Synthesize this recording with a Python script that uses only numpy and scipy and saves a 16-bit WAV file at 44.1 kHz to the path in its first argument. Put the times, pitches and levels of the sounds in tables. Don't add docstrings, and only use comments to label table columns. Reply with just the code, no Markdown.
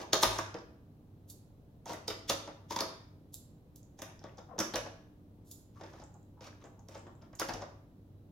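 import sys
import numpy as np
from scipy import signal
from scipy.fft import rfft, irfft
from scipy.io import wavfile

SR = 44100
rng = np.random.default_rng(int(sys.argv[2]) if len(sys.argv) > 2 else 0)


def write(x):
    x = np.atleast_2d(x).T
    wavfile.write(sys.argv[1], SR, np.round(np.clip(x, -1, 1) * 32767).astype(np.int16))


N = 366768
LEAD = SR // 4
ONSET_S, MIC_SPACING_M = 0.006, 0.13

# frequency in Hz, relative level in dB.
RUMBLE_SPECTRUM = [(25, -17), (62, 0), (80, -7.5), (120, -0.5), (300, -10.5), (500, -17), (800, -25),
                   (1300, -34), (2200, -40.5), (4000, -42), (5000, -45.5), (6000, -46), (8200, -51),
                   (13000, -44), (16000, -45.5)]
# frequency in Hz, rms level in dB.
HUM_TONES = [(98, -62), (237, -75), (297, -69.5), (3950, -101)]
# frequency in Hz, T60 in seconds.
ROOM_DECAY = [(100, 0.24), (250, 0.6), (550, 0.5), (1400, 0.61), (3700, 0.53), (6000, 0.45), (10000, 0.41),
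              (16000, 0.1787)]
# frequency in Hz, left minus right in dB.
MIC_BALANCE = [(100, -1), (500, 1), (1000, 2), (2000, 0.8), (4000, -1), (8000, -8), (12000, -1)]

# frequency in Hz, gain in dB, T60 in seconds.
LOW_RING_MODES = [(187, -1.5, 0.12), (306.3, -2.5, 0.25), (332.7, 0, .18), (367, -6.5, 0.22),
                  (462, -8.5, 0.16), (494, -4.5, 0.079), (552.3, 0, 0.11)]
MID_RING_MODES = [(648, 5, 0.35), (718, 4, 0.16), (959, 0, 0.16), (1132, -1.5, 0.2), (1214, -4, .15),
                  (1370, -4, 0.18), (1760, -6.5, 0.079)]
# frequency in Hz, gain in dB, T60 in seconds.
CRACK_RING_MODES = [(3476, 1.5, 0.1), (3650, 5, 0.18), (3720, 3.5, 0.21), (3670, -0.5, 0.2),
                    (3880, 1.5, 0.16), (4420, -0.5, .15), (4600, -2, .15), (5150, -0.5, .1),
                    (5750, -0.5, 0.078), (6255, -2.5, .07), (6416, 0.5, .09)]
STEEL_MODES = [(3570, -24, 0.087), (4700, -4.5, 0.114), (5130, 7, 0.074), (6160, -1, 0.13), (7030, 13, 0.1),
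               (7500, -7, .1), (11100, 13, 0.13), (11200, -12, 0.033), (11840, -12, 0.092), (12490, 5, .12)]
# frequency in Hz, relative level in dB.
BOX_SPECTRUM = [(40, -25), (100, -1.5), (190, -1), (310, -1), (570, 3), (700, -3.5), (1100, -34.5),
                (3000, -48.5)]
TRAY_SPECTRUM = [(250, -25.5), (480, -4), (650, -5), (1200, -6), (1600, -7), (2200, -6.5), (3200, -4.5),
                 (6000, -34)]
SCRAPE_SPECTRUM = [(100, -15.5), (300, -5.5), (550, -3), (900, -5), (1400, -13), (2400, -11), (3600, -12.5),
                   (6200, -9), (8000, -22), (16000, -24.5)]
TICK_SPECTRUM = [(300, -46), (1500, -29), (2900, -13), (3500, 0), (5500, 0.5), (7200, 4), (9000, -2.5),
                 (11500, 6.5), (16000, 1.5)]
CRACK_SPECTRUM = [(1200, -16), (2000, -3), (2600, -7), (3500, 2.5), (4400, -7.5), (5200, 0.5), (6500, -0.5),
                  (7300, -8), (8200, -23.5), (16000, -43)]
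FIZZ_SPECTRUM = [(5000, -24), (7500, -9.5), (9000, -3), (11500, 1), (13500, -1), (16000, -4)]

# start in seconds, gain in dB.
JOLTS = [(.252, -40.5), (4.757, -50.5), (7.52, -50.5)]
# start in seconds, length in seconds, rms level in dB.
CRINKLES = [(4.029, 0.11, -64.5), (4.207, 0.088, -63.5), (5.801, 0.068, -60.5), (5.912, 0.11, -74),
            (6.402, 0.085, -61.5), (6.61, 0.062, -65.5), (6.921, .1, -65), (7.211, .07, -70),
            (7.49, .08, -51.5)]
# start in seconds, length in seconds, level in dB, pitch in Hz.
FLEXES = [(4.48, 0.092, -54.5, 1106), (4.485, 0.048, -52.5, 760), (4.5, 0.081, -47.5, 506),
          (5.75, 0.042, -60, 1140), (6.01, 0.042, -59.5, 840), (6.14, 0.034, -62, 800),
          (6.367, 0.038, -61.5, 954), (6.604, 0.026, -70, 1150), (6.775, 0.039, -63, 873),
          (6.69, 0.048, -66.5, 830), (7.11, .05, -68, 970)]
# start in seconds, length in seconds, top level in dB, hump centre in Hz.
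SCRAPES = [(-.03, 0.072, -51.5, 2010), (0.284, 0.12, -46, 900), (1.858, 0.098, -50, 930),
           (5.725, 0.34, -69.5, 1397), (6.408, 0.091, -59, 2990), (6.596, 0.094, -73.5, 1195),
           (6.904, 0.095, -61.5, 1390), (7.408, 0.24, -64, 900)]
# start in seconds, click length in seconds, level in dB,
# slide length in seconds, pitch ratio of the steel modes.
TICKS = [(1.298, 0.0076, -48.5, 0.019, 0.92), (3.342, 0.0026, -45, 0.016, 1.06),
         (3.759, 0.0034, -57, 0.0013, 0.87), (5.51, 0.011, -48, 0.061, 0.98),
         (7.355, 0.004, -63, 0.0039, 0.87)]
# start in seconds, length in seconds, level in dB, pitch in Hz.
SQUEAKS = [(0.382, .003, -52, 6070), (0.586, 0.0031, -62, 5320), (1.859, 0.00075, -59, 6400),
           (1.872, 0.018, -55, 5300), (1.93, 0.0025, -56, 5400), (2.078, 0.0033, -39.5, 4880),
           (2.805, 0.0048, -36.5, 4970), (3.83, 0.0023, -68, 6670), (3.993, 0.0028, -61.5, 6450),
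           (4.191, 0.0039, -63.5, 5570), (4.371, 0.0033, -66.5, 5860), (4.5885, 0.0022, -34, 6000),
           (4.601, 0.0049, -36.5, 5840), (4.741, 0.0032, -43, 4440), (4.756, 0.0032, -42, 6020),
           (6.038, 0.0026, -62.5, 7170), (6.139, 0.007, -70, 7050), (6.228, .0035, -77.5, 7330),
           (6.468, .004, -63, 5830), (6.616, 0.0023, -77, 6050), (6.64, .003, -66, 6600),
           (6.655, 0.0053, -70.5, 7250), (6.792, .0035, -69, 6480), (6.885, 0.0035, -58, 5400),
           (6.978, 0.003, -67.5, 7350), (6.994, 0.0027, -68, 7250), (7.07, 0.0032, -75.5, 7250),
           (7.151, .0035, -78.5, 7350), (7.351, .0035, -59, 6900), (7.39, 0.0024, -53, 5200),
           (7.401, 0.0089, -43, 4930), (7.492, 0.0028, -47, 5000), (7.535, .004, -49.5, 5900),
           (7.612, 0.0043, -62, 5900)]
# start in seconds, length in seconds, tray level in dB, tray pitch in Hz,
# click relative to tray in dB, box pitch in Hz.
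BUMPS = [(-.05, 0.001, -34.5, 915, -14, 466), (0.5425, 0.001, -41, 910, -16, 429),
         (1.912, 0.0056, -47.5, 800, -21, 450), (2.474, 0.0037, -45.5, 900, -14.5, 480),
         (2.821, 0.0039, -44.5, 1190, -19, 496), (4.239, 0.0026, -48.5, 740, -13, 402),
         (4.378, 0.012, -50.5, 830, -10, 535), (4.581, 0.0027, -42, 1020, -14, 330),
         (4.86, 0.0041, -47.5, 907, -14, 400), (5.808, 0.0058, -49, 910, -15, 447),
         (5.834, 0.0053, -51, 930, -11.5, 428), (5.931, 0.0065, -53, 785, -16, 379),
         (5.996, 0.006, -58, 736, -9, 406), (6.017, .005, -57.5, 900, -10.5, 450),
         (6.408, 0.0018, -55, 900, -9, 448), (6.427, 0.01, -62.5, 1400, -8.5, 497),
         (6.468, 0.005, -57.5, 1530, -8, 500), (6.638, 0.0068, -52.5, 766, -19, 503),
         (6.945, 0.0085, -48, 867, -13.5, 406), (7.067, 0.00069, -51, 684, -25.5, 480),
         (7.218, 0.0072, -61.5, 875, -10.5, 400), (7.329, 0.0043, -58.5, 1120, -14.5, 500),
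         (7.551, .008, -50, 700, -24, 330), (7.608, 0.0028, -52.5, 804, -17.5, 420),
         (7.618, 0.0053, -46, 995, -11.5, 449)]
# start in seconds, tear length in seconds, crack level in dB and pitch
# in Hz, fizz level in dB, tray level in dB and pitch in Hz, box level in dB and pitch in Hz,
# hollow ring level in dB and pitch in Hz, left minus right of the crack in dB.
SNAPS = [(0.1313, 0.0015, -25.5, 4430, -36.5, -25.5, 756, -31.5, 500.3, -32, 598, 2),
         (0.2253, 0.0087, -30, 5040, -31, -26, 1220, -34, 400, -28, 960, 2),
         (0.2313, 0.0035, -28.5, 4150, -35, -33, 1144, -35, 320, -34.5, 641.4, 1.5),
         (0.3862, 0.0022, -42.5, 5600, -49, -34, 1007, -39.5, 323, -35, 1139, 3),
         (1.857, 0.0016, -62, 5900, -63.5, -51, 870, -52.5, 403, -47.5, 874, -3.5),
         (1.8945, 0.0018, -56, 4540, -62, -46, 1050, -41, 450, -40.5, 943, 5),
         (1.9322, 0.003, -59, 5700, -56, -45.5, 960, -44, 417, -53.5, 625, 4),
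         (2.0794, 0.0029, -43, 5260, -48, -43, 940, -41, 394, -42.5, 430.5, -1),
         (2.1, 0.0032, -52.5, 4000, -55, -40, 1410, -43, 480, -48, 446, 10),
         (2.2939, 0.0072, -31, 4480, -38, -31.5, 1230, -30, 420, -34, 561, 1.5),
         (2.7052, 0.0057, -49, 5150, -54.5, -42, 998, -44, 345, -38.5, 971, 0),
         (2.715, 0.014, -46, 4850, -53.5, -47, 1330, -49.5, 332, -45.5, 992, 2),
         (2.7615, 0.0025, -41.5, 4940, -49.5, -39.5, 1045, -41, 400, -35, 940, 2),
         (2.789, 0.0011, -43, 4640, -58, -39, 990, -52, 508, -50, 972, 0),
         (2.8047, 0.0028, -41.5, 4806, -43.5, -39, 974, -39, 460, -44, 596, 2.5),
         (3.9872, 0.0074, -60.5, 6200, -66.5, -54, 1020, -54.5, 500, -59, 790, -2),
         (4.0186, 0.002, -49, 5990, -51, -46, 1220, -48, 453, -67, 1010, 2),
         (4.59, 0.0026, -45.5, 5840, -46.5, -37.5, 950, -37, 330, -37, 317.6, -2),
         (4.6014, 0.002, -42, 6150, -42, -35, 1190, -41.5, 332, -41.5, 568, 5),
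         (4.7375, 0.0032, -51, 4300, -56, -35, 890, -37.5, 380, -34.5, 542, 1),
         (4.757, 0.0017, -41.5, 5790, -45, -36, 1716, -39, 483, -32, 549, 2),
         (6.8863, 0.00092, -63.5, 6040, -66, -58.5, 1085, -52, 449, -58.5, 561, -1.5),
         (7.3965, 0.0016, -41.5, 6500, -41.5, -39, 856, -46, 537, -45.5, 915, 0),
         (7.4138, .003, -58, 5220, -59, -36.5, 1200, -37.5, 480, -38, 1362, 0),
         (7.4862, 0.0046, -50, 4800, -56, -37, 901, -40.5, 480, -54, 860, 3),
         (7.537, 0.0037, -55.5, 5400, -62, -55, 1020, -43, 399, -51, 537.4, 4)]


def amp(db):
    return 10 ** (np.asarray(db) / 20)


def lookup(points, hz):
    row_hz, value = np.transpose(points)
    return np.interp(np.log(hz + 1), np.log(row_hz + 1), value)


def unit_rms(x):
    return x / np.sqrt(np.mean(x ** 2) + 1e-30)


def at_level(x, db):
    return x * amp(db) * np.sqrt(SR / 100 / (np.sum(x ** 2) + 1e-30))


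def add(mix, start_s, sound):
    part = mix[..., max(LEAD + round(start_s * SR), 0):][..., :sound.shape[-1]]
    part += sound[..., :part.shape[-1]]


def colour(x, spectrum, centre_hz=None, focus_db=5.5):
    hz = abs(np.fft.fftfreq(4096, 1 / SR))
    db = lookup(spectrum, hz)
    if centre_hz:
        db = db - focus_db * np.minimum(np.log2((hz + 1) / centre_hz) ** 2, 3)
    log_gain = np.log(amp(db))
    taps = np.fft.ifft(np.exp(np.conj(signal.hilbert(log_gain)))).real
    return signal.fftconvolve(x, taps[:len(taps) // 2])[:len(x)]


def ring_modes(push, t, modes):
    hz, db, t60_s = np.transpose(modes)[:, :, None]
    weight, polarity = rng.standard_normal((2, len(modes), 1))
    partials = np.sign(polarity) * amp(db + 2 * weight - 60 * t / t60_s) * np.sin(2 * np.pi * hz * t)
    return signal.fftconvolve(push, partials.sum(0))[:len(t)]


def resonate(push, t, hz, t60_s):
    return signal.fftconvolve(push, amp(-60 * t / t60_s) * np.sin(2 * np.pi * hz * t))[:len(t)]


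def slip_burst(t, length_s, slips_per_s=2500, grit=0.16, whitening=0.98):
    slips = rng.standard_normal(len(t)) * (grit + (rng.random(len(t)) < slips_per_s / SR))
    age = 4 * np.maximum(t - ONSET_S, 0) / length_s
    spectrum = rfft(slips * age ** 2 * np.exp(-age))
    white = irfft(spectrum / (abs(spectrum) + 1e-9) ** whitening, len(t))
    return white * np.minimum(t / ONSET_S, 1) * np.exp(-(t / (ONSET_S + length_s) / 4) ** 2)


def shiver(x, t, decay_s, db):
    power = signal.fftconvolve(x ** 2, np.exp(-2 * t / decay_s) * 2 / (decay_s * SR))[:len(x)]
    return x + amp(db) * np.sqrt(abs(power)) * rng.standard_normal(len(x))


def stereo(x, side_db=0, spread_db=-10):
    taps = colour(rng.standard_normal(64), [(350, -18), (700, 0), (16000, -2)])
    spread = amp(spread_db) * signal.oaconvolve(x, unit_rms(taps) / np.sqrt(len(taps)))[:len(x)]
    return np.array([(x + spread) * amp(side_db / 2), (np.roll(x, 1) - spread) * amp(-side_db / 2)])


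def diffuse(spectra, hz):
    coherence = 0.96 * np.sinc(2 * hz * MIC_SPACING_M / 343)[:, None]
    return np.array([spectra[0], coherence * spectra[0] + np.sqrt(1 - coherence ** 2) * spectra[1]])


def room_rumble(rms_db=-58):
    hz = np.fft.rfftfreq(2048, 1 / SR)
    real, imag = rng.standard_normal((2, 2, len(hz), N // 512 + 5))
    spectra = diffuse(real + 1j * imag, hz) * amp(lookup(RUMBLE_SPECTRUM, hz)[:, None])
    return amp(rms_db) * unit_rms(signal.istft(spectra, nperseg=2048, noverlap=1536)[1][:, :N])


def wavering_tone(t, hz, knots_s, depth):
    real, imag = rng.standard_normal((2, len(knots_s)))
    return (1 + depth * np.interp(t, knots_s, real + 1j * imag)) * np.exp(2j * np.pi * hz * t)


def room_hum():
    t, knots_s = np.arange(N) / SR, np.linspace(0, N / SR, 70)
    return sum(amp(db) * unit_rms(wavering_tone(t, hz, knots_s, 0.52).real) for hz, db in HUM_TONES)


def room_response(early_db=4, early_s=0.025, rise_s=0.005):
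    t = np.arange(SR) / SR
    taps = rng.standard_normal((2, SR)) * (rng.random((2, SR)) < np.minimum(0.03 + 3 * t, 0.5))
    taps /= np.sqrt(np.minimum(0.044 + 3 * t, 0.5))
    taps *= np.minimum(t / rise_s, 1) * amp(early_db * np.exp(-t / early_s))
    hz, frame_s, spectra = signal.stft(taps, SR, nperseg=256)
    decay = amp(-60 * frame_s / lookup(ROOM_DECAY, hz)[:, None])
    tail = signal.istft(diffuse(spectra, hz) * decay, SR, nperseg=256)[1]
    return tail / np.linalg.norm(tail, axis=1, keepdims=True)


def room_echoes(x, wet_db, cycle_s=1.3, count=3):
    n = x.shape[1]
    turns = np.arange(n) / (cycle_s * SR) - np.arange(count)[:, None] / count
    fades = np.maximum(np.cos(2 * np.pi * turns), 0)
    fades /= np.linalg.norm(fades, axis=0)
    return amp(wet_db) * sum(signal.oaconvolve(x * f, room_response(), axes=1)[:, :n] for f in fades)


def table_booms(sway_hz=44, boom_hz=102, re_box_db=-20.5, lag_s=0.012):
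    out, t = np.zeros(LEAD + N), np.arange(SR // 2) / SR
    sway = np.sin(2 * np.pi * sway_hz * t) * np.exp(-t / 0.052) * (1 - np.exp(-t / 0.016))
    boom = np.sin(2 * np.pi * boom_hz * t) * np.exp(-t / 0.14) * (1 - np.exp(-t / 0.03))
    for start_s, *_, box_db, _, _, _, _ in SNAPS:
        add(out, start_s + lag_s, amp(box_db + re_box_db) * (boom + 1.1 * sway))
    for start_s, db in JOLTS:
        add(out, start_s, amp(db) * (2 * sway + 1.3 * boom))
    return out


def sheet_crinkles(low_hz=604, high_hz=4220, patches=10, buckles_per_s=28, db_per_octave=-4.5):
    out, t = np.zeros((2, LEAD + N)), np.arange(SR // 5) / SR
    for start_s, length_s, db in CRINKLES:
        pressure = np.sqrt(abs(np.sin(np.pi * np.minimum(t / length_s, 1))))
        crinkle = 0
        for hz in np.geomspace(low_hz, high_hz, patches) * np.exp(0.086 * rng.standard_normal(patches)):
            sizes = amp(np.minimum(rng.exponential(1, len(t)), 3))
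            buckles = sizes * (rng.random(len(t)) < buckles_per_s / SR)
            ring = resonate(buckles * pressure, t, hz, t60_s=22 / hz)
            crinkle += at_level(ring, db_per_octave * np.log2(hz / low_hz))
        rms = np.sqrt(np.sum(crinkle ** 2) / (length_s * SR) + 1e-30)
        add(out, start_s, stereo(amp(db) * crinkle / rms))
    return out


def sheet_creaks(slips_per_s=900):
    out, t = np.zeros((2, LEAD + N)), np.arange(SR // 5) / SR
    for start_s, length_s, db, hz in FLEXES:
        slips = rng.standard_normal(len(t)) * (rng.random(len(t)) < slips_per_s / SR)
        push = shiver(slips, t, decay_s=0.0025, db=-1) * np.sin(np.pi * np.minimum(t / length_s, 1))
        creak = at_level(colour(resonate(push, t, hz, t60_s=0.036), TRAY_SPECTRUM), db)
        rub = at_level(colour(push, TRAY_SPECTRUM, hz, focus_db=21.5), db - 5)
        add(out, start_s, stereo(creak + rub))
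    return out


def blade_scrapes(slips_per_s=1100, uneven_db=3):
    out, t = np.zeros((2, LEAD + N)), np.arange(SR // 4) / SR
    for start_s, length_s, db, hz in SCRAPES:
        n = round(length_s * SR)
        sizes = amp(uneven_db * np.minimum(rng.exponential(1, n), 3)) * rng.choice([-1, 1], n)
        slips = sizes * (rng.random(n) < slips_per_s / SR)
        rasp = colour(shiver(slips, t, decay_s=0.0025, db=3.5), SCRAPE_SPECTRUM, hz, focus_db=1.5)
        pressure_db = np.interp(np.linspace(0, 1, n), [0, 0.76, 1], [db - 1.5, db, db - 9.5])
        add(out, start_s, stereo(amp(pressure_db) * signal.windows.tukey(n, 0.3) * unit_rms(rasp)))
    return out


def blade_ticks(ring_db=-11.5, slide_db=-7.5):
    out, t = np.zeros((2, LEAD + N)), np.arange(SR // 5) / SR
    for start_s, length_s, db, slide_s, pitch_ratio in TICKS:
        click = colour(shiver(slip_burst(t, length_s), t, decay_s=0.014, db=-9), TICK_SPECTRUM)
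        ring = ring_modes(slip_burst(t, length_s), t * pitch_ratio, STEEL_MODES)
        tick = at_level(click, db - 0.5) + at_level(ring, db + ring_db)
        add(out, start_s - ONSET_S, stereo(tick, side_db=1.5))
        rub = slip_burst(t, 2 * slide_s)
        rub_ring = ring_modes(rub, t * pitch_ratio, STEEL_MODES)
        slide = at_level(colour(rub, TICK_SPECTRUM), db) + at_level(rub_ring, db + ring_db)
        add(out, start_s - slide_s - ONSET_S, stereo(amp(slide_db) * slide))
    return out


def blade_squeaks(t60_s=0.0017):
    out, t = np.zeros((2, LEAD + N)), np.arange(SR // 5) / SR
    for start_s, length_s, db, hz in SQUEAKS:
        scratch = resonate(slip_burst(t, length_s), t, hz, t60_s)
        squeak = resonate(scratch, t, hz, t60_s)
        add(out, start_s - ONSET_S, stereo(at_level(squeak, db)))
    return out


def knock(t, length_s, tray_db, tray_hz, box_db, box_hz, patch_db, focus_db, yield_s=0.0018):
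    push = slip_burst(t, length_s + yield_s)
    mid_ring = ring_modes(push, t, MID_RING_MODES)
    low_ring = ring_modes(push, t, LOW_RING_MODES)
    tray_noise = shiver(push, t, decay_s=0.02, db=6.5)
    box_noise = shiver(push, t, decay_s=0.011, db=3)
    patch = resonate(push, t, tray_hz, t60_s=0.03)
    return (at_level(colour(tray_noise, TRAY_SPECTRUM, tray_hz, focus_db), tray_db - 2.5)
            + at_level(colour(patch, TRAY_SPECTRUM), tray_db + patch_db)
            + at_level(colour(mid_ring, TRAY_SPECTRUM, tray_hz, focus_db=1.5), tray_db - 8.5)
            + at_level(colour(box_noise, BOX_SPECTRUM, box_hz, focus_db=1.5), box_db - 1.5)
            + at_level(colour(low_ring, BOX_SPECTRUM, box_hz, focus_db=3), box_db - 5.5))


def crack(t, length_s, db, hz, fizz_db):
    slips = slip_burst(t, length_s)
    ring = ring_modes(slips, t, CRACK_RING_MODES)
    burst = shiver(slips, t, decay_s=0.004, db=-7)
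    fizz = shiver(slips, t, decay_s=0.01, db=-4)
    return (at_level(colour(burst, CRACK_SPECTRUM, hz, focus_db=9.5), db)
            + at_level(resonate(slips, t, hz, t60_s=0.01), db - 7)
            + at_level(colour(ring, CRACK_SPECTRUM, hz, focus_db=-0.5), db - 12.5)
            + at_level(colour(fizz, FIZZ_SPECTRUM), fizz_db))


def blade_bumps(click_hz=5120):
    out, t = np.zeros((2, LEAD + N)), np.arange(SR // 3) / SR
    for start_s, length_s, tray_db, tray_hz, click_db, box_hz in BUMPS:
        click = crack(t, length_s, tray_db + click_db, click_hz, fizz_db=tray_db + click_db - 17.5)
        thud = knock(t, length_s, tray_db, tray_hz, tray_db + 2, box_hz, patch_db=-5, focus_db=6.5)
        add(out, start_s - ONSET_S, stereo(click + thud))
    return out


def hollow_rings(rise_cycles=4, t60_cycles=85, waver_s=0.005):
    out, t = np.zeros((2, LEAD + N)), np.arange(SR // 3) / SR
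    for start_s, *_, db, hz, _ in SNAPS:
        tone = wavering_tone(t, hz, np.arange(200) * waver_s, depth=0.75).imag
        envelope = (1 - np.exp(-hz * t / rise_cycles)) * amp(-60 * hz * t / t60_cycles)
        add(out, start_s, stereo(at_level(tone * envelope, db)))
    return out


def plastic_snaps(run_up_db=-9):
    out, t = np.zeros((2, LEAD + N)), np.arange(SR // 3) / SR
    for start_s, length_s, crack_db, crack_hz, fizz_db, *tray_and_box, _, _, side_db in SNAPS:
        ahead_s = 2 * length_s
        fractures = slip_burst(t, 2 * ahead_s)
        run_up = at_level(colour(fractures, CRACK_SPECTRUM), crack_db)
        run_up += at_level(colour(fractures, FIZZ_SPECTRUM), fizz_db)
        add(out, start_s - ahead_s - ONSET_S, stereo(amp(run_up_db) * run_up, side_db))
        add(out, start_s - ONSET_S, stereo(crack(t, length_s, crack_db, crack_hz, fizz_db), side_db))
        add(out, start_s - ONSET_S, stereo(knock(t, length_s, *tray_and_box, patch_db=-10, focus_db=5)))
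    return out


def scene():
    cutting = plastic_snaps() + blade_bumps() + sheet_creaks() + sheet_crinkles()
    cutting += blade_ticks() + blade_squeaks() + blade_scrapes()
    hollow = hollow_rings()
    echoes = room_echoes(cutting + amp(-5) * hollow, wet_db=-3)
    table = stereo(table_booms(), side_db=2)
    return (cutting + hollow + echoes + table)[:, LEAD:] + room_rumble() + room_hum()


def record(dry, cutoff_hz=16100):
    balance_db = lookup(MIC_BALANCE, np.fft.rfftfreq(N, 1 / SR))
    heard = irfft(rfft(dry) * amp(np.array([balance_db, -balance_db]) / 2), N)
    lowpass = signal.firwin(511, cutoff_hz, window=("kaiser", 9), fs=SR)
    return signal.oaconvolve(heard, lowpass[None], "same")


dry = scene()
out = record(dry)
write(out)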